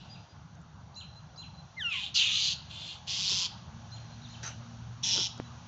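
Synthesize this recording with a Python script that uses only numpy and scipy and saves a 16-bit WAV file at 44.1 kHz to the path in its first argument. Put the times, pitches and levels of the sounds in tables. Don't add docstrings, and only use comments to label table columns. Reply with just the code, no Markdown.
import sys
import numpy as np
from scipy import signal
from scipy.fft import rfft, irfft, next_fast_len
from scipy.io import wavfile
from scipy.ndimage import uniform_filter1d, map_coordinates

SR = 44100
rng = np.random.default_rng(int(sys.argv[2]) if len(sys.argv) > 2 else 0)


def unload_wav(signal):
    wavfile.write(
        sys.argv[1],
        SR,
        np.round(np.clip(np.atleast_2d(signal).T, -1, 1) * 32767).astype(np.int16),
    )


def nominal_scale(level):
    x = np.asarray(level, float) / 20
    return 10 ** x


N = 250047


def unit(x):
    return x / np.sqrt(np.mean(x ** 2) + 1e-20)


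def along(points, hz):
    f, v = np.transpose(points)
    return np.interp(np.log(hz + 1), np.log(f + 1), v)


def curves(rows, t=None):
    s, *columns = np.transpose(rows)
    if t is None:
        t = np.arange(N) / SR
    gate = np.clip(np.minimum(t - s[0], s[-1] - t) / 0.0012, 0, 1)
    return [np.interp(t, s, column) for column in columns] + [gate]


def humps(rows):
    t = np.arange(N) / SR
    return sum(height * np.exp(-((t - s) / width) ** 2) for s, height, width in rows)


def wobble(rate, count=N):
    knots = rng.standard_normal(int(count * rate / SR) + 4)
    coarse = map_coordinates(knots, [np.arange(0, count + 8, 8) * rate / SR])
    return np.interp(np.arange(count) / 8, np.arange(len(coarse)), coarse)


def tone(hz):
    return 2 * np.pi * np.cumsum(hz) / SR


def coloured(x, spectrum):
    size = next_fast_len(N + 8192)
    gain = nominal_scale(along(spectrum, np.fft.rfftfreq(size, 1 / SR)))
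    return irfft(rfft(x, size) * gain, size)[..., :N]


def rush(spectrum, patchy_db):
    z = signal.stft(rng.standard_normal(N), nperseg=512)[2]
    field = uniform_filter1d(rng.standard_normal(z.shape), size=5, axis=0)
    field = uniform_filter1d(field, size=10, axis=1)
    patchy = signal.istft(z * nominal_scale(patchy_db * unit(field)), nperseg=512)[1][:N]
    return unit(coloured(patchy, spectrum))


def trees(x, stretch):
    # frequency in Hz, time to die by 60 dB in seconds.
    dying = [(500, 0.58), (2500, 0.76), (4200, 0.8), (8000, 0.31)]
    hz, t, z = signal.stft(rng.standard_normal(SR), SR, nperseg=256)
    fall = nominal_scale(-60 * t / stretch / along(dying, hz)[:, None])
    tail = signal.istft(z * fall, SR, nperseg=256)[1]
    return signal.oaconvolve(np.pad(x, (400, 0)), tail / np.linalg.norm(tail))[:N]


def bounced(x, bounces):
    copies = [gain * np.pad(x, (round(ms * SR / 1000), 0))[:N] for ms, gain in bounces]
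    return (x + sum(copies)) / np.sqrt(1 + sum(gain ** 2 for _, gain in bounces))


def road():
    # time in seconds, rumble level in dB.
    flow = [(0, -49.5), (1.0, -51.5), (1.9, -51), (2.8, -49.5), (3.4, -47.5), (4.5, -49), (5.67, -48)]
    # time in seconds, change in dB, half width in seconds.
    lulls = [(.285, -15, 0.039), (1.36, -7, 0.035), (1.57, -4, 0.014), (1.7, -8, 0.045), (2.91, -6, 0.029),
             (3.71, -5, 0.011), (5.29, -4.5, 0.042)]
    # frequency in Hz, strength in dB per Hz.
    rumble_colour = [(12, -67.5), (20, -41), (52, -10), (75, 1), (102, 1), (162, 2), (196, -6),
                     (243, -12.5), (279, -18.5), (420, -30.5), (550, -61.5), (920, -120)]
    tyre_colour = [(160, -43), (280, -6), (382, -10), (852, 2), (986, -1.5), (1090, -1.5), (1330, -5),
                   (1440, -4), (1790, -13), (2200, -18), (2860, -58.5), (4840, -120)]
    flow_db = curves(flow)[0]
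    rumble_db = flow_db + humps(lulls) + 1.0 * wobble(4.1) + 0.73 * wobble(14)
    tyres_db = -58 + (flow_db - flow_db.mean()) + 0.5 * wobble(6.7)
    rumble = nominal_scale(rumble_db) * rush(rumble_colour, patchy_db=0.0)
    return rumble + nominal_scale(tyres_db) * rush(tyre_colour, patchy_db=2.37)


def leaves():
    # time in seconds, level in dB.
    breeze = [(0, -66), (.2, -64.5), (.6, -68), (1.7, -64), (2.6, -60), (3.7, -61), (4.4, -57), (4.9, -61),
              (5.67, -59)]
    # frequency in Hz, strength in dB per Hz.
    leaf_colour = [(1000, -29), (1700, -1.5), (1790, -17.5), (1940, -5), (2100, -12), (2240, -7),
                   (2770, -4), (4440, -4.5), (5230, -10.5), (5670, -2.5), (6770, -7.5), (8260, -51),
                   (10700, -50), (18200, -120)]
    return nominal_scale(curves(breeze)[0]) * rush(leaf_colour, patchy_db=.6)


def motor():
    # time in seconds, hum level in dB.
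    load = [(3.0, -67), (3.25, -56), (3.7, -62), (3.95, -48), (4.3, -51), (5.0, -47), (5.3, -52.5),
            (5.42, -46.5), (5.67, -59)]
    # time in seconds, change in dB, half width in seconds.
    octave_swings = [
        (3.8, 9, 0.18),
        (4.0, -19, 0.099),
        (4.95, -10.5, 0.12),
    ]
    on_s, idle_hz, run_hz, spin_up_s = 3.3, 100.9, 119.4, 0.41
    hum_db, gate = curves(load)
    since = np.clip(np.arange(N) / SR - on_s, 0, None)
    hz = run_hz - (run_hz - idle_hz) * np.exp(-since / spin_up_s)
    phase = tone(.985 * hz * (1 + 0.01 * wobble(12)))
    octave_db = -5.5 + humps(octave_swings) + 3.3 * wobble(9)
    low = nominal_scale(2.3 * wobble(9)) * np.sin(phase)
    octave = nominal_scale(octave_db) * np.sin(2 * phase + 1.2)
    return gate * np.sqrt(2) * nominal_scale(hum_db) * (low + octave)


def lingering_echo():
    # frequency in Hz, strength in dB per Hz.
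    echo_colour = [(1500, -60), (2200, -16), (2700, -2), (4000, -3.5), (5000, -12.5), (8000, -32)]
    level_db, t60_s = -55.5, 1
    fall = nominal_scale(level_db - 60 * np.arange(N) / SR / t60_s)
    return fall * unit(coloured(rng.standard_normal(N), echo_colour))


def handling():
    # start in seconds, peak in dB, case ring in Hz, time to die by 60 dB in seconds, snap in dB.
    bumps = [
        (3.32, -38.5, 396, 0.029, -29),
        (5.161, -38, 515, 0.023, -13),
        (5.18, -31.5, 255, 0.051, -9),
        (5.187, -31.5, 374, 0.026, -27),
        (5.197, -42.5, 300, 0.036, -25),
        (5.3998, -25, 260, 0.013, -2),
    ]
    # start in seconds, peak in dB, pitch in Hz.
    ticks = [
        (.553, -50.5, 6300),
        (0.616, -55, 7160),
        (5.378, -44, 6550),
    ]
    out, t = np.zeros(N + SR), np.arange(SR // 10) / SR
    for s, db, hz, t60, snap_db in bumps:
        ring = nominal_scale(-60 * t / t60) * np.cos(2 * np.pi * hz * t) * (1 - np.exp(-t / 0.0001))
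        snap = t / 0.0004 * np.exp(-t / 0.0002) * (1 - np.exp(-t / .0001))
        out[round(s * SR):][:len(t)] += nominal_scale(db) * (ring + nominal_scale(snap_db + 18) * snap)
    for s, db, hz in ticks:
        out[round(s * SR):][:len(t)] += nominal_scale(db - 60 * t / 0.0078) * np.sin(2 * np.pi * hz * t)
    return out[:N]


def rubbing():
    # time in seconds, level in dB, half width in seconds.
    rubs = [
        (3.33, -52, 0.015),
        (5.14, -56, 0.031),
        (5.193, -42, 0.029),
        (5.4, -53, .02),
    ]
    # frequency in Hz, strength in dB per Hz.
    skin = [(100, -35), (200, 10), (400, -3), (900, -8.5), (1500, -5), (2500, -31), (5000, -75)]
    strength = humps([(s, nominal_scale(db), width) for s, db, width in rubs])
    return strength * unit(coloured(rng.standard_normal(N), skin))


def rustle():
    # frequency in Hz, strength in dB per Hz.
    feathers = [(180, -39), (300, -9), (873, -0.5), (949, -1), (1680, -1.5), (2150, 1), (4490, -5),
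                (6170, 5.5), (7500, -11), (8260, -31), (10700, -70), (18200, -120)]
    start_s, level_db, rise_s, hold_s, t60_s = 4.422, -39.5, .01, .045, .2
    t = np.arange(N) / SR - start_s
    rise = np.clip(t / rise_s, 0, 1) ** 2
    fall = nominal_scale(-60 * np.clip(t - rise_s - hold_s, 0, 1) / t60_s)
    grains = unit(rush(feathers, patchy_db=4.0) * nominal_scale(0.62 * wobble(400)))
    return nominal_scale(level_db) * rise * fall * grains


def note(rows, start=0, level_db=0, factor=1, burr=0, grain_db=0):
    t = np.arange(SR // 4) / SR + rows[0][0]
    hz, db, gate = curves(rows, t)
    hz = hz * factor * (1 + burr * wobble(500, count=len(t)))
    db = db + level_db + grain_db * wobble(250, count=len(t))
    out = np.zeros(N + SR)
    out[round((start + t[0]) * SR):][:len(t)] = gate * nominal_scale(db) * np.sqrt(2) * np.sin(tone(hz))
    return out[:N]


def songbird():
    # time in seconds, pitch in Hz, level in dB.
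    chirp = [(4.214, 3550, -70), (4.222, 3790, -52), (4.232, 4270, -66), (4.242, 4300, -58.5),
             (4.252, 3780, -47.5), (4.262, 3400, -58), (4.27, 3300, -73)]
    # seconds after the phrase starts, pitch in Hz, level in dB.
    sweep_up = [(-.004, 2400, -22), (.004, 4400, -12), (.014, 5900, -12), (.026, 6750, -10),
                (.07, 6950, -16), (.09, 6950, -40)]
    sweep_down = [(.058, 4300, -12), (.064, 3750, -4), (.071, 3150, -4), (.082, 2750, -7),
                  (.098, 2300, -20)]
    # seconds after start, share of held pitch, level in dB.
    held = [(.012, .93, -25), (.02, .985, -3), (.028, 1, 0), (.058, 1, -2), (.068, .995, -25)]
    undertone = [(.022, .66, -32), (.032, .67, -17), (.055, .69, -17), (.064, .69, -32)]
    # start in seconds, level in dB, upsweep in dB, downsweep in dB.
    song = [
        (.079, -53, -5, 0.5),
        (0.942, -45.5, -1, 1.5),
        (1.358, -46, -4, -0.5),
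        (2.503, -52.5, 2, -10),
        (3.9, -49.5, -1.5, -1),
        (4.274, -57, 3, 10),
        (5.23, -51.5, 5, -11),
    ]
    held_hz = [4860, 4075, 4085, 4200, 4150, 4180, 3980]
    notes, sweeps = note(chirp, burr=.01, grain_db=1), 0
    for (s, db, up_db, down_db), hz in zip(song, held_hz):
        notes = notes + note(held, s, db, hz, burr=.007, grain_db=.5)
        notes = notes + note(undertone, s, db, hz, burr=.02, grain_db=3)
        sweeps = sweeps + note(sweep_up, s, db + up_db, burr=.022, grain_db=6)
        sweeps = sweeps + note(sweep_down, s, db + down_db, burr=.05, grain_db=4)
    late = nominal_scale(-11) * np.pad(notes + nominal_scale(-14) * sweeps, (round(.195 * SR), 0))[:N]
    blur = nominal_scale(-3) * sweeps + nominal_scale(-8) * trees(sweeps, stretch=.45)
    return notes + late + nominal_scale(-6.0) * trees(notes, stretch=0.99) + blur


def whistle():
    # time in seconds, pitch in Hz, effort in dB.
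    falling = [(1.762, 2098, -49), (1.782, 2105, -42.5), (1.806, 1803, -34), (1.822, 1566, -35.5),
               (1.848, 1428, -35), (1.898, 1340, -35.5), (1.93, 1223, -36.5), (1.96, 1118, -42.5),
               (2.0, 943, -48)]
    overtone_levels = [0, -3, -11.5, -5.5, -10.5]
    # frequency in Hz, gain in dB.
    windpipe = [(900, -16), (1400, -16), (2050, 0.5), (2800, 3.5), (3600, -2.5), (4200, -17.5), (6500, -19),
                (8200, -41)]
    swell_s, fade_s, break_s, break_lasts_s = .018, .04, 1.9, .05
    pitch, effort_db, gate = curves(falling)
    t = np.arange(N) / SR
    swell = np.clip((t - falling[0][0]) / swell_s, 0, 1)
    fade = np.clip((falling[-1][0] - t) / fade_s, 0, 1)
    breaking = np.clip((t - break_s) / break_lasts_s, .1, 1)
    phase = tone(pitch * (1 + 0.012 * breaking * wobble(300)))
    flap = 1 + 0.73 * breaking * np.cos(tone(np.full(N, 190.)))
    kept = [1.1 - breaking, 1] + [1 - breaking] * 3
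    total = 0
    for k, db in enumerate(overtone_levels):
        level_db = db + along(windpipe, (k + 1) * pitch) + 0.97 * wobble(70)
        total = total + kept[k] * nominal_scale(level_db) * np.sin((k + 1) * phase)
    return swell * fade * flap * nominal_scale(effort_db + 4.5) * total


def rasp(rows, shut, opens, syrinx, octave_db, depth, widths):
    # frequency in Hz, gain in dB.
    gape = [(300, -44), (900, -4.5), (1700, -8), (2200, -4), (2550, 1.5), (5200, -2), (6500, 2.5),
            (7400, 2), (8000, -6), (9000, -11)]
    hz, t, z = signal.stft(rng.standard_normal(N), SR, nperseg=256, noverlap=192)
    opening = curves(rows, t)[1]
    throat, mouth, mouth_db, beak, beak_db = [rest + change * opening for rest, change in zip(shut, opens)]
    throat_width, mouth_width, beak_width = widths

    def peak(centre, width):
        return 1 / (1 + (2 * (hz[:, None] - centre) / width) ** 2) ** 2

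    power = peak(throat, throat_width) + nominal_scale(2 * mouth_db) * peak(mouth, mouth_width)
    power = power + nominal_scale(2 * beak_db + 3.5) * peak(beak, beak_width) + nominal_scale(-75.0)
    power = power / np.mean(power, axis=0)
    breath = unit(signal.istft(z * np.sqrt(power), SR, nperseg=256, noverlap=192)[1][:N])

    level_db, _, gate = curves(rows)
    rate, rate_sag, voice, voice_sag, voice_db = syrinx
    since = np.clip(np.arange(N) / SR - rows[0][0], 0, rows[-1][0] - rows[0][0])
    depth = np.clip(depth * nominal_scale(2.5 * wobble(30)), 0, 1)
    flap = 1 + depth * np.cos(tone((rate - rate_sag * since) * (1 + .02 * wobble(50))))
    harsh = coloured(breath * flap / np.sqrt(1 + depth ** 2 / 2), gape)

    phase = tone((voice - voice_sag * since) * (1 + .035 * wobble(250)))
    octave_fall = np.exp(-(since / 0.13) ** 4)
    octave = nominal_scale(octave_db) * octave_fall * flap * np.sin(2 * phase)
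    voiced = nominal_scale(3 * wobble(90)) * (nominal_scale(voice_db) * np.sin(phase) + octave)
    return gate * nominal_scale(level_db + 0.5 * wobble(30)) * (harsh + voiced)


def hawks():
    # time in seconds, effort in dB, bill opening from 0 to 1.
    efforts = [
        [(1.875, -58, 0.07), (1.925, -34, .2), (1.96, -34, 0.46), (2.056, -37.5, 1), (2.1, -47.5, .9),
         (2.12, -67, 0.6)],
        [(2.694, -52.5, .8), (2.714, -46, 0.84), (2.81, -43.5, 1), (2.93, -42, 0.94), (2.99, -58.5, 0.9)],
        [(2.142, -36, 1), (2.16, -24, 1), (2.22, -25.5, 0), (2.3, -29.5, 0), (2.44, -26.5, 0.72),
         (2.531, -30.5, 0.68), (2.56, -68, .8)],
        [(3.066, -57, .6), (3.08, -35, .6), (3.11, -32.5, 0.83), (3.22, -31.5, 0.85), (3.3, -28, 1.1),
         (3.464, -31.5, 0.83), (3.5, -80, .6)],
        [(5.026, -52, 0.5), (5.037, -30.5, 0.3), (5.13, -26.5, 0.88), (5.224, -29, 0.82), (5.27, -32, 0.87),
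         (5.29, -68, .8)],
    ]
    # throat in Hz, mouth in Hz, mouth in dB, beak in Hz, beak in dB.
    bill_shut = [(2840, 3680, -19, 6650, -35), (2700, 4130, -5.5, 6600, -30), (2900, 3490, 1, 6100, -14.5),
                 (3140, 3900, -7.5, 5520, -13), (3400, 3900, -9.5, 5900, 1.5)]
    bill_opens = [(558, 30, 1, 197, 8), (679.5, 30, 1, 200, 8.3), (452, 1050, 2.9, -100, 6.2),
                  (302, 820, 10.1, -150, 7), (-53, 47, 10.7, -600, 1.1)]
    # flutter in Hz, its sag in Hz per s, voice in Hz, its sag in Hz per s, voice level in dB.
    voices = [(198.6, 77, 1330, 2900, -19.5), (205, 145, 320, -7, -27.5), (215, 55.6, 1410, 849.5, -32),
              (200.4, 52.7, 1080, 149.5, -25), (199.5, 71.5, 910, -4, -26)]
    voice_octaves = [-11.5, -24, -7, -21, -27]
    flutter_depths = [.45, .4, .3, .45, .5]
    # throat in Hz, mouth in Hz, beak in Hz.
    resonance_widths = [(1100, 770, 1700), (1100, 1200, 2300), (800, 1150, 1500), (1205, 1700, 1870),
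                        (950, 550, 950)]
    # delay in milliseconds, gain.
    reflections = [
        [(2.85, .45), (3.55, .25), (4.77, .12)],
        [(2.86, .5), (7.07, .18), (1.4, .2)],
        [(6.33, .35), (5.72, .2), (1.71, .15)],
        [(6.14, .3), (3.2, .15), (8.0, .15)],
        [(2.0, .2), (4.47, .15), (10.2, .12)],
    ]
    settings = zip(efforts, bill_shut, bill_opens, voices, voice_octaves, flutter_depths, resonance_widths)
    calls = [rasp(*setting) for setting in settings]
    calls[0] = calls[0] + whistle()
    return sum(bounced(call, bounces) + nominal_scale(-15) * trees(call, stretch=0.65)
               for call, bounces in zip(calls, reflections))


def scene():
    background = road() + leaves() + motor() + lingering_echo()
    recorder_touches = handling() + rubbing()
    return (background + recorder_touches + rustle() + songbird() + hawks())[None]


def roll_off(x):
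    return signal.sosfilt(signal.butter(12, 8410, fs=SR, output="sos"), x)


def record(dry):
    # frequency in Hz, gain in dB.
    treble_limit = [(20, -1), (7000, -0.5), (7600, -2), (8000, -8), (8400, -15.5), (8500, -108)]
    return roll_off(coloured(dry, treble_limit))


dry = scene()
out = record(dry)
unload_wav(out)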